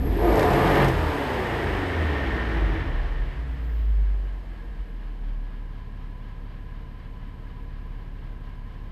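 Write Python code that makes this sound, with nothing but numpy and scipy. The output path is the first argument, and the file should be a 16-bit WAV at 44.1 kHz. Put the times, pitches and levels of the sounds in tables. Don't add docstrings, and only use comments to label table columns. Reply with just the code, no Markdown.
import sys
import numpy as np
from scipy import signal
from scipy.fft import rfft, irfft, next_fast_len
from scipy.io import wavfile

SR = 44100
rng = np.random.default_rng(int(sys.argv[2]) if len(sys.argv) > 2 else 0)


def to_wav(s):
    ch = np.atleast_2d(s).T
    pcm = np.round(np.clip(ch, -1, 1) * 32767)
    wavfile.write(sys.argv[1], SR, pcm.astype(np.int16))


def undo_db(level):
    steps = np.asarray(level, float) / 20
    return 10 ** steps


N = 392931
TIME = np.arange(N) / SR
THROTTLE_SHUT_S, FUEL_BACK_S, PUMPING_ENDS_S = 0.95, 2.93, 3.36
IDLE_FROM_S, IDLE_REACHED_S = 3.68, 5.84

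# multiple of the four-stroke cycle, then level in dB with throttle open,
# in dB coasting, in dB with fuel back, in dB at idle.
LEADING_ORDERS = [
    (2, -36, -50, -51, -78),
    (4, -30, -31, -58, -76),
    (6, -35, -41, -30, -40),
    (8, -33, -35.5, -51, -67),
    (12, -32, -32.5, -45.5, -49.5),
]


def in_time(rows):
    s, *columns = np.transpose(rows)
    return [np.interp(TIME, s, c) for c in columns]


def at_hz(points, hz):
    point_hz, value = np.transpose(points)
    return np.interp(np.log(hz + 1), np.log(point_hz), value)


def rms_one(x):
    return x / np.sqrt(np.mean(x ** 2) + 1e-20)


def ramp(from_s, to_s):
    return np.clip((TIME - from_s) / (to_s - from_s), 0, 1)


def hump(s, width_s):
    return np.exp(-((TIME - s) / width_s) ** 2)


def drift(rate, step=1):
    r = np.exp(-80 * np.pi * rate / SR)
    slow = signal.lfilter([1], [1, -2 * r, r * r], rng.standard_normal(N // 40 + 2002))[2000:]
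    return np.interp(np.arange(0, N, step) / 40, np.arange(len(slow)), rms_one(slow))


def coloured(spectrum, low_hz, high_hz):
    size = next_fast_len(N)
    hz = np.arange(size // 2 + 1) * SR / size
    bins = rfft(rng.standard_normal(size)) * undo_db(at_hz(spectrum, hz))
    inside = irfft(bins * (hz > low_hz) * (hz < high_hz), size)
    return irfft(bins, size)[:N] / inside.std()


def resonate(x, hz, width):
    r = np.exp(-np.pi * width / SR)
    zeros = np.array([1, 0, -1]) * (1 - r * r) / 2
    return signal.lfilter(zeros, [1, -2 * r * np.cos(2 * np.pi * hz / SR), r * r], x)


def by_state(open_db, coast_db, fired_db, idle_db, fired_s):
    shut = ramp(THROTTLE_SHUT_S - .03, THROTTLE_SHUT_S + 0.034)
    fired = ramp(fired_s - .06, fired_s + 0.1)
    idle = ramp(IDLE_FROM_S, IDLE_REACHED_S)
    return open_db + shut * (coast_db - open_db) + fired * (fired_db - coast_db) + idle * (idle_db - fired_db)


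def garage(x):
    size = next_fast_len(N + SR)
    w = 2 * np.pi * np.arange(size // 2 + 1) / size
    t60_s = .6 / (1 + w * SR / 22000)
    echo = 0
    for k, lag in enumerate(rng.uniform(.02, .06, 10) * SR):
        loop = undo_db(-60 * lag / SR / t60_s) * np.exp(-1j * w * round(lag))
        echo = echo + (-1) ** k * loop / (1 - loop)
    wet = irfft(rfft(x, size) * echo, size)[:N] / np.sqrt(10)
    return x + undo_db(-7) * wet


def standing_gain(hz):
    # mode in Hz, width in Hz, level in dB.
    wall_modes = [(36.93, 0.83, 0), (50.3, 3.95, 10), (80.7, 9.6, 1), (288, 45, 2.5), (411, 87, 3)]
    hz = hz[::32]
    waves = 1 + sum(undo_db(db) / (1 + 2j * (hz - mode_hz) / width) for mode_hz, width, db in wall_modes)
    node_db = -8.5 * np.exp(-((hz - 43.4) / 2.55) ** 2)
    silencer_db = -11 / (1 + (94 / hz) ** 8)
    return np.repeat(np.abs(waves) * undo_db(node_db + silencer_db), 32)[:N]


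def cavities(swing_db):
    # resonance in Hz, width in Hz.
    modes = [(51, 4), (201, 8), (325, 14), (462, 20), (1008, 40), (1660, 60), (1822, 30)]
    # level in dB at mean gas effort, share of the gas swing.
    flow = [(-58, 0.94), (-63, .5), (-72, 0.43), (-54.5, 0.66), (-62, .6), (-57, 0.64), (-61, 0.75)]
    # cavity in Hz, start in seconds, end in seconds, level in dB.
    swells = [(51, 0.24, 0.23, -17.5), (51, 0.55, 0.66, -26.5), (51, 0.91, 0.92, -25), (51, 3.2, 3.03, -29),
              (51, 3.3, 3.48, -34.5), (51, 4.6, 4.8, -38.5), (201, .48, 0.67, -27), (325, 2.3, 2.75, -37.5),
              (1008, 5.45, 9, -60), (1822, 1.76, 2.5, -41), (1822, 2.5, 3.18, -50.5)]
    swell_db_per_s = 90
    white, out = rng.standard_normal(N), 0
    for (hz, width), (db, share) in zip(modes, flow):
        db = db + share * swing_db
        for swell_hz, from_s, to_s, top_db in swells:
            if abs(swell_hz / hz - 1) < .08:
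                outside_s = np.maximum(np.maximum(from_s - TIME, TIME - to_s), 0)
                db = np.maximum(db, top_db - swell_db_per_s * outside_s)
        ringing = resonate(resonate(white, hz, 1.5 * width), hz, 1.5 * width)
        out = out + undo_db(db) * rms_one(ringing)
    return out


def hiss(fast, turn, level_db, jet_db):
    # frequency in Hz, density in dB.
    bay_revving = [(650, -36), (1100, -3), (1450, -3.5), (1830, 1.5), (2520, -10), (3010, -9.5),
                   (3620, -16.5), (4610, -25.5), (5180, -27.5), (5860, -32.5), (7000, -42), (9100, -81),
                   (15400, -120)]
    bay_idling = [(650, -32), (1100, 3.5), (1180, -5.5), (1280, 1), (1400, -7.5), (1620, 2), (1890, -5),
                  (2040, -2.5), (2600, -11), (3030, -5.5), (3490, -14), (4360, -16.5), (7000, -37.5),
                  (9100, -71), (15400, -120)]
    jet_spectrum = [(2650, 8), (4500, -1.5), (5170, -2), (5870, -10.5), (6530, -8), (7090, -11),
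                    (8570, -8.5), (9880, -15), (11100, -14.5), (12000, -9.5), (12800, -17), (13300, -21.5),
                    (15300, -14)]
    bay = fast * coloured(bay_revving, 1300, 4500) + (1 - fast) * coloured(bay_idling, 1300, 4500)
    throb_db = 1.6 * (1 - fast) * np.cos(2 * np.pi * 4.06 * (TIME - 7.01))
    ticking = 1 + 0.07 * np.cos(6 * turn + 1)
    jet = coloured(jet_spectrum, 6780, 10000) * undo_db(jet_db + 0.48 * drift(90))
    return bay * undo_db(level_db + throb_db + 0.55 * drift(17)) * ticking + jet


def whine(turn):
    # time in seconds, level in dB.
    whine_level = [
        (0, -68),
        (3.4, -87),
        (3.65, -60.5),
        (4.0, -58),
        (4.3, -65),
        (8.91, -83),
    ]
    return undo_db(in_time(whine_level)[0]) * np.sqrt(2) * np.cos(48 * turn)


def roar(fast, turn, level_db, pipe_db):
    # frequency in Hz, density in dB per Hz.
    gas_revving = [(18, -33), (30, -3), (81, 5), (155, -3), (243, -7.5), (319, -3.5), (524, -7),
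                   (571, -5.5), (1020, -8.5), (1320, -25), (1800, -15.5), (2340, -23.5), (3960, -120)]
    gas_idling = [(18, -32), (30, -6), (59, -26), (251, -19), (319, -22.5), (465, -27), (524, -29),
                  (892, -30.5), (1010, -31), (1190, -43.5), (1800, -49.5), (2340, -44), (3960, -120)]
    # frequency in Hz, width in Hz, level in dB.
    pipe_modes = [(337.8, 46, 4.5), (429.8, 37, 7), (558.5, 38, 0), (709, 31, 3.5), (838, 15, -8),
                  (1023, 96, -32), (1217, 32, -5)]
    gas = fast * coloured(gas_revving, 506, 1200) + (1 - fast) * coloured(gas_idling, 273, 1300)
    gas = signal.lfilter(*signal.butter(1, 150, "high", fs=SR), gas)
    white = rng.standard_normal(N)
    pipe = rms_one(sum(undo_db(db) * resonate(resonate(white, hz, w), hz, w) for hz, w, db in pipe_modes))
    gas_share_db = -2.5 - 3.5 * fast
    puffs = 1 + 0.037 * np.cos(6 * turn)
    return undo_db(level_db) * (undo_db(gas_share_db) * gas + undo_db(pipe_db) * pipe) * puffs


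def pops():
    # time in seconds, peak in dB.
    bangs = [(0.327, -32.5), (.357, -28), (.37, -30), (.394, -20.5), (.408, -27), (0.429, -22.5),
             (.505, -28), (.533, -25), (0.751, -26), (.845, -25), (0.884, -23), (4.585, -60)]
    decay_s, crack_db = 0.0052, -27
    s, db = np.transpose(bangs)
    clicks = np.zeros(N)
    clicks[(s * SR).astype(int)] = undo_db(db)
    envelope = signal.lfilter([1], [1, -np.exp(-1 / (decay_s * SR))], clicks + 1e-18)
    white = rng.standard_normal(N)
    body = rms_one(resonate(white, 460, 410))
    return envelope * (body + undo_db(crack_db) * np.gradient(white))


def weak_orders(cycle_hz, turn, fast, level_db):
    # frequency in Hz, gain in dB.
    response = [(15, -27), (30, -15.5), (52, 5), (100, -6.5), (140, -0.5), (200, -18.5), (260, -5),
                (330, -5.5), (430, -2), (600, -11), (900, 0.5)]
    # multiple of the cycle, level in dB.
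    idle_shape = [(1, -36), (4, -24), (6, -17), (13, -23), (20, -18), (26, -22), (49, -30)]
    # multiple of the cycle, level in dB.
    idle_peaks = [(3, -31), (5, -14.5), (7, -15), (9, -9.5), (15, -19), (17, -15), (18, -10.5), (21, -13),
                  (24, -23), (30, -20)]
    slope_db, wobble_db = -2.5, 3.5
    peak_db = {round(m): db for m, db in idle_peaks}
    leading = [round(row[0]) for row in LEADING_ORDERS]
    coarse = slice(0, N, 64)
    slow_hz, slow_fast = cycle_hz[coarse], fast[coarse]
    late_db = -6.5 * (1 - ramp(5.07, IDLE_REACHED_S)[coarse])
    catch = np.exp(-((TIME[coarse] - 4.7) / .3) ** 2)
    out = np.zeros(N)
    for k in range(1, 50):
        if k in leading:
            continue
        phase, wobble = rng.uniform(0, 2 * np.pi), drift(3.3, step=64)
        bank_pulse = k % 6 == 0 or k in (9, 21)
        rev_db = slope_db * np.log2(k) + at_hz(response, k * slow_hz) - max(k - 26, 0)
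        rev_db = rev_db + 6 * (k == 3) * np.clip(slow_hz / 10 - 3.5, 0, 1)
        idle_db = peak_db.get(k, at_hz(idle_shape, k - 1)) - 3 * (k % 3 > 0) + (8 < k < 22) * late_db
        lope_db = 16.0 * (k in (5, 7)) * catch
        unsteady = .3 * slow_fast + (.3 if bank_pulse else .8)
        db = slow_fast * rev_db + (1 - slow_fast) * idle_db + lope_db + wobble_db * unsteady * wobble
        tone = np.cos(k * turn + phase * (fast if bank_pulse else 1))
        out += np.repeat(undo_db(db), 64)[:N] * tone
    return np.sqrt(2) * undo_db(level_db) * out


def strong_lines(cycle_hz, turn, pump_share):
    pump_multiples = (7.5, 10, 16)
    scatter = rng.uniform(-np.pi, np.pi, len(LEADING_ORDERS))
    out = 0
    for (k, open_db, coast_db, fired_db, idle_db), phase in zip(LEADING_ORDERS, scatter):
        k = round(k)
        coast_db = coast_db + (k == 2) * 17 * np.log2(cycle_hz / 20)
        db = by_state(open_db, coast_db, fired_db, idle_db, PUMPING_ENDS_S if k < 7 else FUEL_BACK_S)
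        db = db + (k == 4) * 8 * hump(0, .045)
        db = db - (k == 12) * 12.5 * hump(4.95, 0.43)
        db = db + 1.55 * drift(2.2)
        out = out + undo_db(db) * standing_gain(k * cycle_hz) * np.cos(k * turn + phase * pump_share)
    pump_db = by_state(-31.5, -36, -50, -50, FUEL_BACK_S)
    pump = sum(standing_gain(k * cycle_hz) * np.cos(k * turn) for k in pump_multiples)
    return np.sqrt(2) * (out + pump_share * undo_db(pump_db) * pump)


def scene():
    # time in seconds, four-stroke cycles in Hz.
    speed = [(0, 14.6), (.25, 29.1), (.5, 43.5), (.7, 48.2), (.8, 46.8), (1, 40.4), (1.3, 33.1),
             (1.9, 21.9), (2.2, 17.3), (2.65, 12.5), (2.95, 9.15), (3.1, 8.99), (3.52, 10), (4, 8.4),
             (4.55, 7.1), (5.25, 6.17), (5.9, 5.93), (8.91, 5.85)]
    # time in seconds, exhaust gas in dB, engine bay in dB.
    effort = [(0, -38, -59), (.17, -35, -46), (.24, -25.5, -46), (.4, -19, -45), (.62, -21.5, -33),
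              (.83, -20, -28.5), (.88, -23, -36.5), (.93, -30.5, -38.5), (1.2, -29, -36),
              (2.2, -30.5, -35.5), (2.7, -33.5, -38.5), (2.97, -38, -41.5), (3.5, -47, -49.5),
              (3.9, -50.5, -53), (4.6, -47.5, -60), (5.2, -50.5, -60), (5.7, -52.5, -60),
              (8.91, -52.5, -60)]
    cycle_hz, = in_time(speed)
    turn = 2 * np.pi * np.cumsum(cycle_hz) / SR
    roar_db, hiss_db = in_time(effort)
    swing_db = roar_db + 38
    jet_db = -67.5 + 0.3 * swing_db + 6.5 * np.log2(cycle_hz / 20)
    weak_db = by_state(-34.5, -34.5, -39.5, -39, FUEL_BACK_S) - 3 * hump(3.84, 0.53)
    pipe_db = by_state(-4, -13, -13, -24, FUEL_BACK_S) + 8 * hump(.26, 0.082)

    gas_fast = np.clip((cycle_hz - 6.1) / 2.0, 0, 1)
    bay_fast = np.clip((cycle_hz - 7.0) / 3.85, 0, 1)
    weak_fast = np.clip((cycle_hz - 7.2) / 1.5, 0, 1)
    pump_share = np.clip((cycle_hz - 8) / 4, 0, 1)
    racing = np.clip((cycle_hz - 11) / 25, 0, 1)

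    gas = cavities(swing_db) + hiss(bay_fast, turn, hiss_db, jet_db) + roar(gas_fast, turn, roar_db, pipe_db)
    lines = weak_orders(cycle_hz, turn, weak_fast, weak_db) + strong_lines(cycle_hz, turn, pump_share)
    steady = (1 - racing) * lines + whine(turn)
    return (steady + gas + garage(racing * lines + pops()))[None]


def top_cut(x):
    return signal.sosfilt(signal.butter(12, 15410, fs=SR, output="sos"), x)


def record(dry):
    # centre in seconds, width in seconds,
    # mids in dB, bass in dB.
    mirror_drift = [
        (0, 0.17, 9, 14),
        (1.4, .7, 1, 13),
        (2.4, 0.99, -14.5, 2),
        (3.701, 0.24, -3, 16),
    ]
    mids_db = -33 + sum(db * hump(s, width) for s, width, db, _ in mirror_drift)
    bass_db = -64.5 + sum(db * hump(s, width) for s, width, _, db in mirror_drift)
    x = signal.sosfilt(signal.butter(1, 10, "high", fs=SR, output="sos"), dry)
    mids = signal.sosfilt(signal.butter(2, [280, 800], "band", fs=SR, output="sos"), x)
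    bass = signal.sosfilt(signal.butter(2, 200, fs=SR, output="sos"), x)
    carrier = 2 * np.cos(2 * np.pi * 12000 * TIME)
    x = x + carrier * (undo_db(mids_db) * mids + undo_db(bass_db) * bass)
    x = signal.sosfilt(signal.cheby2(10, 30, 15500, fs=SR, output="sos"), x)
    return top_cut(x)


dry = scene()
out = record(dry)
to_wav(out)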